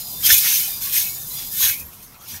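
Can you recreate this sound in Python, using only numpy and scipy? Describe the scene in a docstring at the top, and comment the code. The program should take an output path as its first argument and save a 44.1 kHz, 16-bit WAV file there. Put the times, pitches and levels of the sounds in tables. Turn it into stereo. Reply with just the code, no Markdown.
"""A person on a backyard trampoline some metres away lands and rolls, rises, then steps heavily and lightly.
Each move rubs the woven mat (dense grains: a bright swish) and makes stretched springs creak and ring in
their hooks (struck resonators, wavering tones, friction noise); the mat bottoms out in low, dying thuds.
Slack springs jingle on between landings, over a soft yard rumble, drone and hiss of shaped noise.
One microphone picks up everything."""
import sys
import numpy as np
from scipy import signal
from scipy.fft import rfft, irfft
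from scipy.io import wavfile

SR = 44100
rng = np.random.default_rng(int(sys.argv[2]) if len(sys.argv) > 2 else 0)


def waveform_to_disk(signal):
    """Save audio, clipped to [-1, 1], as 16-bit WAV at the path in sys.argv[1]."""
    frames = np.transpose(np.atleast_2d(signal))
    scaled = np.clip(frames, -1, 1) * 32767
    samples = np.round(scaled).astype(np.int16)
    wavfile.write(sys.argv[1], SR, samples)


N = 105840   # samples: 2.4 s


def from_db(db):
    """Decibel law: amplitude gain of a level."""
    return 10 ** (np.asarray(db) / 20)


def rms_one(x):
    """Power normalisation: scale to rms 1."""
    return x / np.sqrt(np.mean(x ** 2) + 1e-20)


def in_time(rows):
    """Linear interpolation: the columns after time_s, at every sample."""
    time_s, *columns = np.transpose(rows)
    return [np.interp(np.arange(N) / SR, time_s, column) for column in columns]


def drift(rate_hz):
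    """Low-passed noise: a slow random course of rms about 1, computed at every 40th sample."""
    step, settle = 40, 2000
    pole = np.exp(-2 * np.pi * rate_hz * step / SR)
    noise = rng.standard_normal(N // step + settle + 2)
    slow = rms_one(signal.lfilter([1], [1, -2 * pole, pole * pole], noise)[settle:])
    return np.interp(np.arange(N) / step, np.arange(len(slow)), slow)


def grains(per_s, spread_db):
    """Random impulse train: clicks at chance moments, of uneven size and either sign."""
    moment, size, sign = rng.random((int(per_s * N / SR) + 1, 3)).T
    size_db = spread_db * np.minimum(-np.log(size), 5)
    out = np.full(N, 1e-18)
    out[(moment * N).astype(int)] = from_db(size_db) * np.sign(sign - .5)
    return out


def ring(excitation, hz, t60):
    """Damped resonance: each impulse starts a sine that decays 60 dB in t60 seconds."""
    pole, w = from_db(-60 / (t60 * SR)), 2 * np.pi * hz / SR
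    return signal.lfilter([0, np.sin(w)], [1, -2 * pole * np.cos(w), pole * pole], excitation)


def low_part(x, hz):
    """Zero-phase low-pass: the part of a sound below a pitch."""
    return signal.sosfiltfilt(signal.butter(2, hz, fs=SR, output="sos"), x)


def coloured(x, spectrum, patchy_db, patch_rate):
    """Spectral shaping: a flat sound takes on a spectrum; third-octave bands flicker on their own."""
    hz, points = np.fft.rfftfreq(N, 1 / SR) + 1, np.array(spectrum)
    # 20 dB down below the first point
    shape_db = np.interp(np.log(hz), np.log(points[:, 0]), points[:, 1], points[0, 1] - 20)
    shaped = rfft(x) * from_db(shape_db)
    place = 3 * np.log2(hz)   # third-octave steps
    first = max(int(3 * np.log2(points[0, 0])) - 1, 12)
    last = min(int(3 * np.log2(points[-1, 0])) + 2, 43)
    out = 0
    for k in range(first, last):
        band = irfft(shaped * np.clip(1 - abs(place - k), 0, 1), N)
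        out = out + band * from_db(patchy_db * drift(patch_rate))
    return rms_one(out)


SWELL_HOLD = 0.76   # exponent; under 1 a swell holds near its top


def add(out, start_s, sound, rise):
    """Amplitude envelope: lay a sound down under one smooth swell that peaks at fraction rise."""
    i, u = max(int(start_s * SR), 0), np.linspace(0, 1, len(sound))
    warp = np.log(.5) / np.log(np.clip(rise, .1, .9))
    swell = abs(np.sin(np.pi * u ** warp)) ** SWELL_HOLD
    out[i:i + len(u)] += (sound * swell)[:N - i]


def springs(modes, per_s, t60, drive_db, count):
    """Modal synthesis: many springs share the modes, each a little detuned and struck at its own moments."""
    rings, plain_power = 0, 0
    for hz, width, db in modes:
        for off in rng.uniform(-0.78, 0.82, count):
            clicks = grains(per_s, spread_db=0.5) * from_db(db)
            rings = rings + ring(clicks * from_db(drive_db), hz + off * width, t60)
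            # ringing power expected from the clicks without the drive
            plain_power = plain_power + np.sum(clicks ** 2) / N * t60 * SR / (4 * np.log(1000))
    return rings / np.sqrt(plain_power)


# low outdoor rumble, before a 3 dB lift: time_s [s], level_db [dB]
RUMBLE_LEVEL = [(0.0, -51.5), (0.23, -47), (0.26, -44.5), (0.49, -50.5), (1.88, -49), (1.9, -52),
                (2.27, -55), (2.35, -47.5), (2.4, -59)]
# spectrum of the rumble: pitch_hz [Hz], relative density_db [dB per Hz]
RUMBLE_SPECTRUM = [(15, -30), (25, 2), (65, -2.5), (134, 2), (430, -12.5), (493, -10), (743, -22),
                   (1120, -12), (1240, -19.5), (1500, -22.5), (1950, -48), (3300, -120)]
# spectrum of the hiss: pitch_hz [Hz], relative density_db [dB per Hz]
HISS_SPECTRUM = [(410, -35), (700, -2), (995, -5), (1080, -7.5), (2290, -17), (2750, -57), (11900, -12),
                 (15700, -20)]
HISS_DB = -51.5
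DRONE_HZ, DRONE_T60_S, DRONE_DB = 140.4, 0.17, -63   # faint far drone


def yard():
    """Filtered noise: a low rumble, a drone from one noise-driven resonance, and a faint hiss."""
    rumble_gain = from_db(in_time(RUMBLE_LEVEL)[0] + 3.0)
    rumble = rumble_gain * coloured(rng.standard_normal(N), RUMBLE_SPECTRUM, patchy_db=1.0, patch_rate=36)
    drone = from_db(DRONE_DB) * rms_one(ring(rng.standard_normal(N), DRONE_HZ, DRONE_T60_S))
    hiss = coloured(rng.standard_normal(N), HISS_SPECTRUM, patchy_db=5.0, patch_rate=4.9)
    return rumble + drone + from_db(HISS_DB) * hiss


# drive of the slack springs: time_s [s], level_db [dB]
JINGLE_LEVEL = [(0, -36.5), (.15, -46), (.25, -40.5), (.6, -31.5), (.75, -61), (.82, -46), (1.1, -37.5),
                (1.25, -56), (1.4, -39), (1.55, -46), (1.75, -62), (1.9, -74), (2.2, -65), (2.3, -50),
                (2.4, -57)]
# modes of the slack springs: pitch_hz [Hz], detuning width_hz [Hz], relative level_db [dB]
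SLACK_MODES = [(2660, 50, -6), (3687, 41, 3.5), (4162, 83, 9.5), (4865, 34, 11), (5350, 290, 7),
               (6050, 60, -8), (6870, 170, 11)]
SLACK_KNOCKS_PER_S, SLACK_T60_S = 64, 0.056   # knocks of each resonator


def jingle():
    """Impact excitation: slack springs, knocked at random, ring in their modes."""
    return springs(SLACK_MODES, SLACK_KNOCKS_PER_S, SLACK_T60_S, in_time(JINGLE_LEVEL)[0], count=3)


# mat bottoms out: start_s [s], pitch_hz [Hz], level_db before the soft onset [dB], t60_s [s]
THUDS = [(0.201, 69, -37, 0.15), (.32, 72, -23, 0.13), (1.628, 59.5, -35, 0.21), (1.692, 73, -34, 0.099),
         (1.79, 69.4, -40, 0.3), (1.836, 74, -38.5, 0.24), (2.33, 89, -36.5, 0.18)]


def thuds():
    """Damped oscillation: the mat's soft low pushes, each a decaying sine."""
    out, t = np.zeros(N), np.arange(N) / SR
    for start_s, hz, db, t60 in THUDS:
        age = np.maximum(t - start_s, 0)
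        onset = 1 - np.exp(-age / 0.0039)
        out += from_db(db - 60 * age / t60) * onset * np.sin(2 * np.pi * hz * age)
    return out


# thin creaks sliding upward:
# start_s [s], length_s [s], from_hz [Hz], to_hz [Hz], level_db [dB], roughness_hz [Hz]
GLIDES = [(1.447, 0.1, 4860, 5050, -40, 15), (1.705, 0.068, 2150, 2440, -40, 38),
          (2.097, 0.17, 740, 1475, -49.5, 57)]


def glides():
    """Frequency modulation: a thin creak rises in pitch, roughened by random pitch drift."""
    out = np.zeros(N)
    for start_s, length, from_hz, to_hz, db, rough_hz in GLIDES:
        count = int(length * SR)
        pitch = np.linspace(from_hz, to_hz, count) + rough_hz * drift(63)[:count]
        add(out, start_s, from_db(db) * np.sin(2 * np.pi * np.cumsum(pitch) / SR), rise=0.81)
    return out


# hooks grind briefly: start_s (sounds 0.01 s earlier) [s], length_s (sounds 1.3 times as long) [s],
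# pitch_hz of the band centre [Hz], level_db before the swell [dB]
GRINDS = [(.245, 0.04, 5020, -27.5), (0.24, .04, 3190, -27.5), (0.291, 0.064, 3530, -23.5),
          (0.294, 0.041, 5210, -25), (0.301, 0.082, 6850, -24.5), (0.32, 0.035, 3800, -29),
          (.455, 0.046, 2300, -33), (0.352, 0.047, 2480, -28.5), (0.448, 0.073, 6280, -26.5),
          (0.523, 0.065, 6220, -26.5), (0.532, 0.063, 5500, -30), (0.589, 0.057, 2280, -38.5),
          (0.957, 0.077, 6430, -30.5), (1.337, 0.12, 3420, -43), (0.818, 0.053, 3490, -43),
          (0.829, 0.058, 4950, -45), (1.611, 0.043, 1100, -40.5), (1.616, 0.067, 3320, -31),
          (1.615, 0.062, 3830, -29.5), (1.599, 0.093, 6450, -26.5), (1.654, 0.061, 1580, -36.5),
          (1.68, 0.084, 2230, -35.5), (1.769, 0.065, 2480, -43.5)]
GRIND_WIDTH_HZ = 202   # of one pass through the resonance


def grinds():
    """Resonant friction: rubbing noise passes twice through a hook resonance."""
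    out, t60 = np.zeros(N), np.log(1000) / (np.pi * GRIND_WIDTH_HZ)
    for (start_s, length, hz, db), noise in zip(GRINDS, rng.standard_normal((len(GRINDS), SR // 3))):
        band = rms_one(ring(ring(noise, hz, t60), hz, t60))
        add(out, start_s - .01, from_db(db) * band[-int(1.3 * length * SR):], rise=0.42)
    return out


# single springs sing out: start_s (sounds 0.15 lengths earlier) [s],
# length_s (sounds 1.18 times as long) [s], pitch_hz [Hz], level_db before flutter and swell [dB]
SINGS = [(0.0, 0.11, 4080, -47), (0.02, 0.19, 4900, -44), (0.04, 0.072, 5100, -42), (0.0, 0.06, 7200, -53),
         (0.02, 0.2, 6920, -54), (0.035, 0.074, 3680, -49), (0.052, 0.18, 8010, -54),
         (0.058, 0.107, 3080, -54), (0.126, 0.15, 3590, -44), (0.263, 0.13, 6310, -23.5),
         (0.292, 0.11, 3515, -32), (0.295, 0.058, 2950, -27), (0.342, 0.068, 6730, -37),
         (0.389, 0.079, 1790, -48), (0.566, 0.128, 3015, -38), (0.627, 0.067, 2498, -38.5),
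         (0.647, 0.097, 1770, -54), (0.65, 0.049, 4000, -40), (0.679, 0.17, 4920, -41),
         (0.676, 0.15, 4800, -42), (0.682, 0.091, 3661, -39), (0.696, 0.092, 2390, -44),
         (0.76, 0.055, 6000, -44), (0.823, 0.073, 4199, -41), (0.841, 0.052, 1646, -47),
         (0.847, 0.075, 1120, -46.5), (0.871, 0.134, 2486, -38.5), (0.92, 0.08, 2500, -41),
         (0.934, 0.08, 3400, -39), (0.944, 0.077, 1750, -48), (1.002, 0.15, 2250, -44.5),
         (1.039, 0.2, 6910, -43), (1.043, 0.053, 2566, -37), (1.062, 0.081, 5448, -52),
         (1.12, 0.14, 1784, -54), (1.147, 0.11, 3661, -46), (1.19, 0.066, 6250, -46),
         (1.235, 0.066, 4910, -46.4), (1.28, 0.14, 6930, -52), (1.289, 0.11, 2050, -53),
         (1.304, 0.062, 4027, -42), (1.36, 0.051, 4880, -40), (1.375, 0.065, 6250, -57),
         (1.498, 0.11, 3565, -47), (1.515, 0.11, 1780, -47), (1.54, 0.064, 2134, -48),
         (1.63, 0.094, 2960, -36), (1.635, 0.055, 4100, -34), (1.615, 0.06, 1800, -34),
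         (1.655, 0.098, 2535, -34), (1.837, 0.069, 12700, -40.5), (2.015, 0.078, 6309, -52.5),
         (2.161, 0.075, 3273, -56), (2.224, 0.044, 6300, -53), (2.261, 0.052, 5260, -46),
         (2.295, 0.089, 5760, -43.5), (2.28, 0.083, 7000, -52), (2.31, 0.084, 7700, -47),
         (2.3, 0.04, 4870, -44), (2.29, 0.093, 6220, -44), (2.29, 0.07, 3610, -51), (2.3, 0.06, 3300, -50),
         (2.34, 0.028, 2300, -50), (2.34, 0.04, 1820, -45), (2.35, 0.03, 4450, -55),
         (2.339, 0.045, 5030, -46)]
SING_WAVER_HZ, SING_SPREAD_HZ = 14.3, 45.5   # depth of the waver; typical distance of the neighbours
SING_FLUTTER_DB, SING_FLUTTER_RATE_HZ = 2.5, 27   # each tone catches and slips unevenly


def sings():
    """Vibrato and beating: a spring and two weaker neighbours swell into a wavering tone and fade."""
    out, flutter = np.zeros(N), drift(SING_FLUTTER_RATE_HZ)
    for (start_s, length, hz, db), draws in zip(SINGS, rng.random((len(SINGS), 3, 3))):
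        t = np.arange(int(1.18 * length * SR)) / SR
        for (phase, turn, off), side in zip(draws, (0, -1, 1)):
            waver = SING_WAVER_HZ * np.sin(2 * np.pi * (turn + 11.6 * t))
            pitch = hz + side * (.5 + off) * SING_SPREAD_HZ + waver
            flutter_db = SING_FLUTTER_DB * flutter[int(phase * (N - len(t))):][:len(t)]
            gain = from_db(db - 10.2 * abs(side) + flutter_db)
            tone = np.sin(2 * np.pi * (phase + np.cumsum(pitch) / SR))
            add(out, start_s - .15 * length, gain * tone, rise=0.52)
    return out


CROWD_KNOCKS_PER_S, CROWD_SPREAD_DB = 30, 2.5   # knocks of each mode and their unevenness
CROWD_T60_S, CROWD_SHORTENS_HZ = 0.13, 7560   # low-pitch ring time; pitch at which it halves


def crowd(low_hz, high_hz, count):
    """Modal density: many coil modes spread over a range, each knocked softly at its own moments."""
    pitches = np.linspace(low_hz, high_hz, count) + rng.uniform(-29.5, 32.4, count)
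    t60s = CROWD_T60_S / (1 + (pitches / CROWD_SHORTENS_HZ) ** 2)
    out = 0
    for hz, t60 in zip(pitches, t60s):
        knocked = ring(grains(CROWD_KNOCKS_PER_S, CROWD_SPREAD_DB), hz, t60)
        out = out + rms_one(ring(knocked, hz, t60 / 2))   # the second resonance softens the onset
    return rms_one(out)


# motion of the mat in four parts: landing and roll, rise, heavy step, light step.
# time_s [s], rasp level_db before a 1 dB lift [dB],
# creak_db of stretched springs re rasp column, before CREAK_DB [dB], body_db re rasp column [dB]
MOTION = [
    [(0.0, -28.5, -2, -46), (0.034, -35, -11, -18), (0.102, -31.5, -15, -47), (0.19, -32.5, -11, -26),
     (0.226, -26.5, -9, -11), (0.264, -11.5, 1.5, -18.5), (0.287, -17.5, 4, -9), (0.31, -12.5, 4, -4.5),
     (0.34, -11, 2.5, -21.5), (0.362, -18, 0.5, -19.5), (0.383, -13.5, -3, -29), (0.408, -20, 1.5, -28),
     (0.474, -18, 3.5, -6.5), (0.568, -18.5, -1.5, -17), (0.8, -32.5, -5.5, -23)],
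    [(0.812, -29, -22, -15), (0.822, -24.5, -5.5, -15.5), (0.915, -26.5, 0.5, -23), (0.937, -20, 0, -14.5),
     (0.978, -16.5, 0, -17), (1.028, -22.5, -0.5, -13), (1.11, -29, -8, -28), (1.19, -32, -15, -16),
     (1.234, -31, -19, -29), (1.24, -33.5, -12, -37), (1.34, -29.5, -9, -24), (1.414, -31, 3, -12.5),
     (1.5, -33, -11, -29)],
    [(1.52, -29, -10, -41), (1.556, -26.5, -1.5, -21), (1.612, -18.5, -5, -13.5), (1.632, -17, 2.5, -10.5),
     (1.696, -19, 1.5, -11.5), (1.744, -28, 1, -20), (1.762, -32.5, -3, -21), (1.804, -32, -23, -11),
     (1.818, -34.5, -13, -26), (1.842, -42.5, -10, -7), (1.87, -43.5, 0, -11)],
    [(1.9, -45, -3, -11), (1.92, -47, 2, -6), (1.936, -41.5, -2, -21), (2.0, -48.5, 7, -6.5),
     (2.032, -41.5, 0, -26), (2.078, -47.5, -4, -9), (2.202, -53.5, 4, -3), (2.216, -45, 3, -10),
     (2.272, -44, 5, -9), (2.286, -34.5, 2, -31), (2.296, -35.5, 4.5, -11), (2.376, -36, -0.5, -5),
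     (2.4, -54, 15, 3)],
]
# spectrum of the rasp: pitch_hz [Hz], relative density_db [dB per Hz]
RASP_SPECTRUM = [(1400, -17.5), (2000, -34), (2200, -18.5), (2750, -15.5), (3560, -8.5), (4660, -10.5),
                 (6520, -6), (7600, -10), (9900, -7), (11700, -3.5), (11850, -1.5), (13500, -1),
                 (14500, -4), (15400, -6)]
# spectrum of the body of the rasp: pitch_hz [Hz], relative density_db [dB per Hz]
BODY_SPECTRUM = [(500, -32.5), (900, -8.5), (1250, -6), (1600, 0), (2300, 2), (3500, -1.5), (6000, 2.5)]
# modes of the stretched springs: pitch_hz [Hz], detuning width_hz [Hz], relative level_db [dB]
TAUT_MODES = [(1756, 70, -5.5), (2153, 70, 0.5), (2596, 170, 1), (2960, 63, 3), (3280, 35, 2),
              (3553, 40, -4.5), (4150, 150, 1), (4990, 30, -1), (5570, 130, 7), (6416, 98, 0),
              (8660, 120, 8.5), (12020, 140, 5), (12150, 29, 4), (12390, 82, -4), (14740, 27, -4)]
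RASP_GRAINS_PER_S, RASP_SPREAD_DB = 9000, 1.5
RUB_DB, CROWD_DB = -0.5, -5   # dry rubbing of the weave and shaken springs, mixed before shaping
RUB_MIDS_HZ, RUB_MIDS_DB = 7650, -5   # below this pitch the rubbing is fainter and the springs stand out
MIDS_HZ, MIDS_FOLLOW, MIDS_EVEN_DB = 4730, 0.42, -4.5   # below this pitch the rasp fills out with creak
BODY_RING_DB = -8   # low coil modes re the noise in the body of the rasp
TAUT_SLIPS_PER_S, TAUT_T60_S, CREAK_DB = 270, 0.06, -11   # slips of each resonator


def mat():
    """Stick-slip friction: the weave rubs in dense grains, shakes the springs and makes their hooks slip."""
    rasp_db, creak_db, body_db = in_time(np.concatenate(MOTION))

    weave = from_db(RUB_DB) * rms_one(grains(RASP_GRAINS_PER_S, RASP_SPREAD_DB))
    weave = weave + (from_db(RUB_MIDS_DB) - 1) * low_part(weave, RUB_MIDS_HZ)
    rub = weave + from_db(CROWD_DB) * crowd(low_hz=1698.4, high_hz=15667, count=200)
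    rasp = from_db(rasp_db + 1.0) * coloured(rub, RASP_SPECTRUM, patchy_db=0.5, patch_rate=6.4)
    mids_gain = from_db(MIDS_FOLLOW * (creak_db - MIDS_EVEN_DB))
    rasp = rasp + (mids_gain - 1) * low_part(rasp, MIDS_HZ)

    low_coils = from_db(BODY_RING_DB) * crowd(low_hz=850.0, high_hz=2793, count=24)
    skin = rng.standard_normal(N) + low_coils
    body = from_db(rasp_db + body_db) * coloured(skin, BODY_SPECTRUM, patchy_db=5.5, patch_rate=18.5)

    drive_db = rasp_db + creak_db + CREAK_DB
    return rasp + body + springs(TAUT_MODES, TAUT_SLIPS_PER_S, TAUT_T60_S, drive_db, count=4)


def scene():
    """Superposition: all sources add at one microphone, heard alike in both channels."""
    mix = yard() + jingle() + thuds() + glides() + grinds() + sings() + mat()
    return np.tile(mix, (2, 1))


MIC_PEAK_HZ, MIC_PEAK_WIDTH_HZ, MIC_PEAK_DB = 11980, 410, 1.5
CUTOFF_HZ = 15750


def record(dry):
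    """Transducer response: a small microphone lifts a band near 12 kHz; peaks clip; the top is cut steeply."""
    b, a = signal.iirpeak(MIC_PEAK_HZ, MIC_PEAK_HZ / MIC_PEAK_WIDTH_HZ, fs=SR)
    lifted = dry + (from_db(MIC_PEAK_DB) - 1) * signal.lfilter(b, a, dry)
    clipped = np.clip(lifted, -.92, .92)
    steep_cut = signal.ellip(16, .5, 88, CUTOFF_HZ, fs=SR, output="sos")
    return signal.sosfilt(steep_cut, clipped)


dry = scene()
out = record(dry)
waveform_to_disk(out)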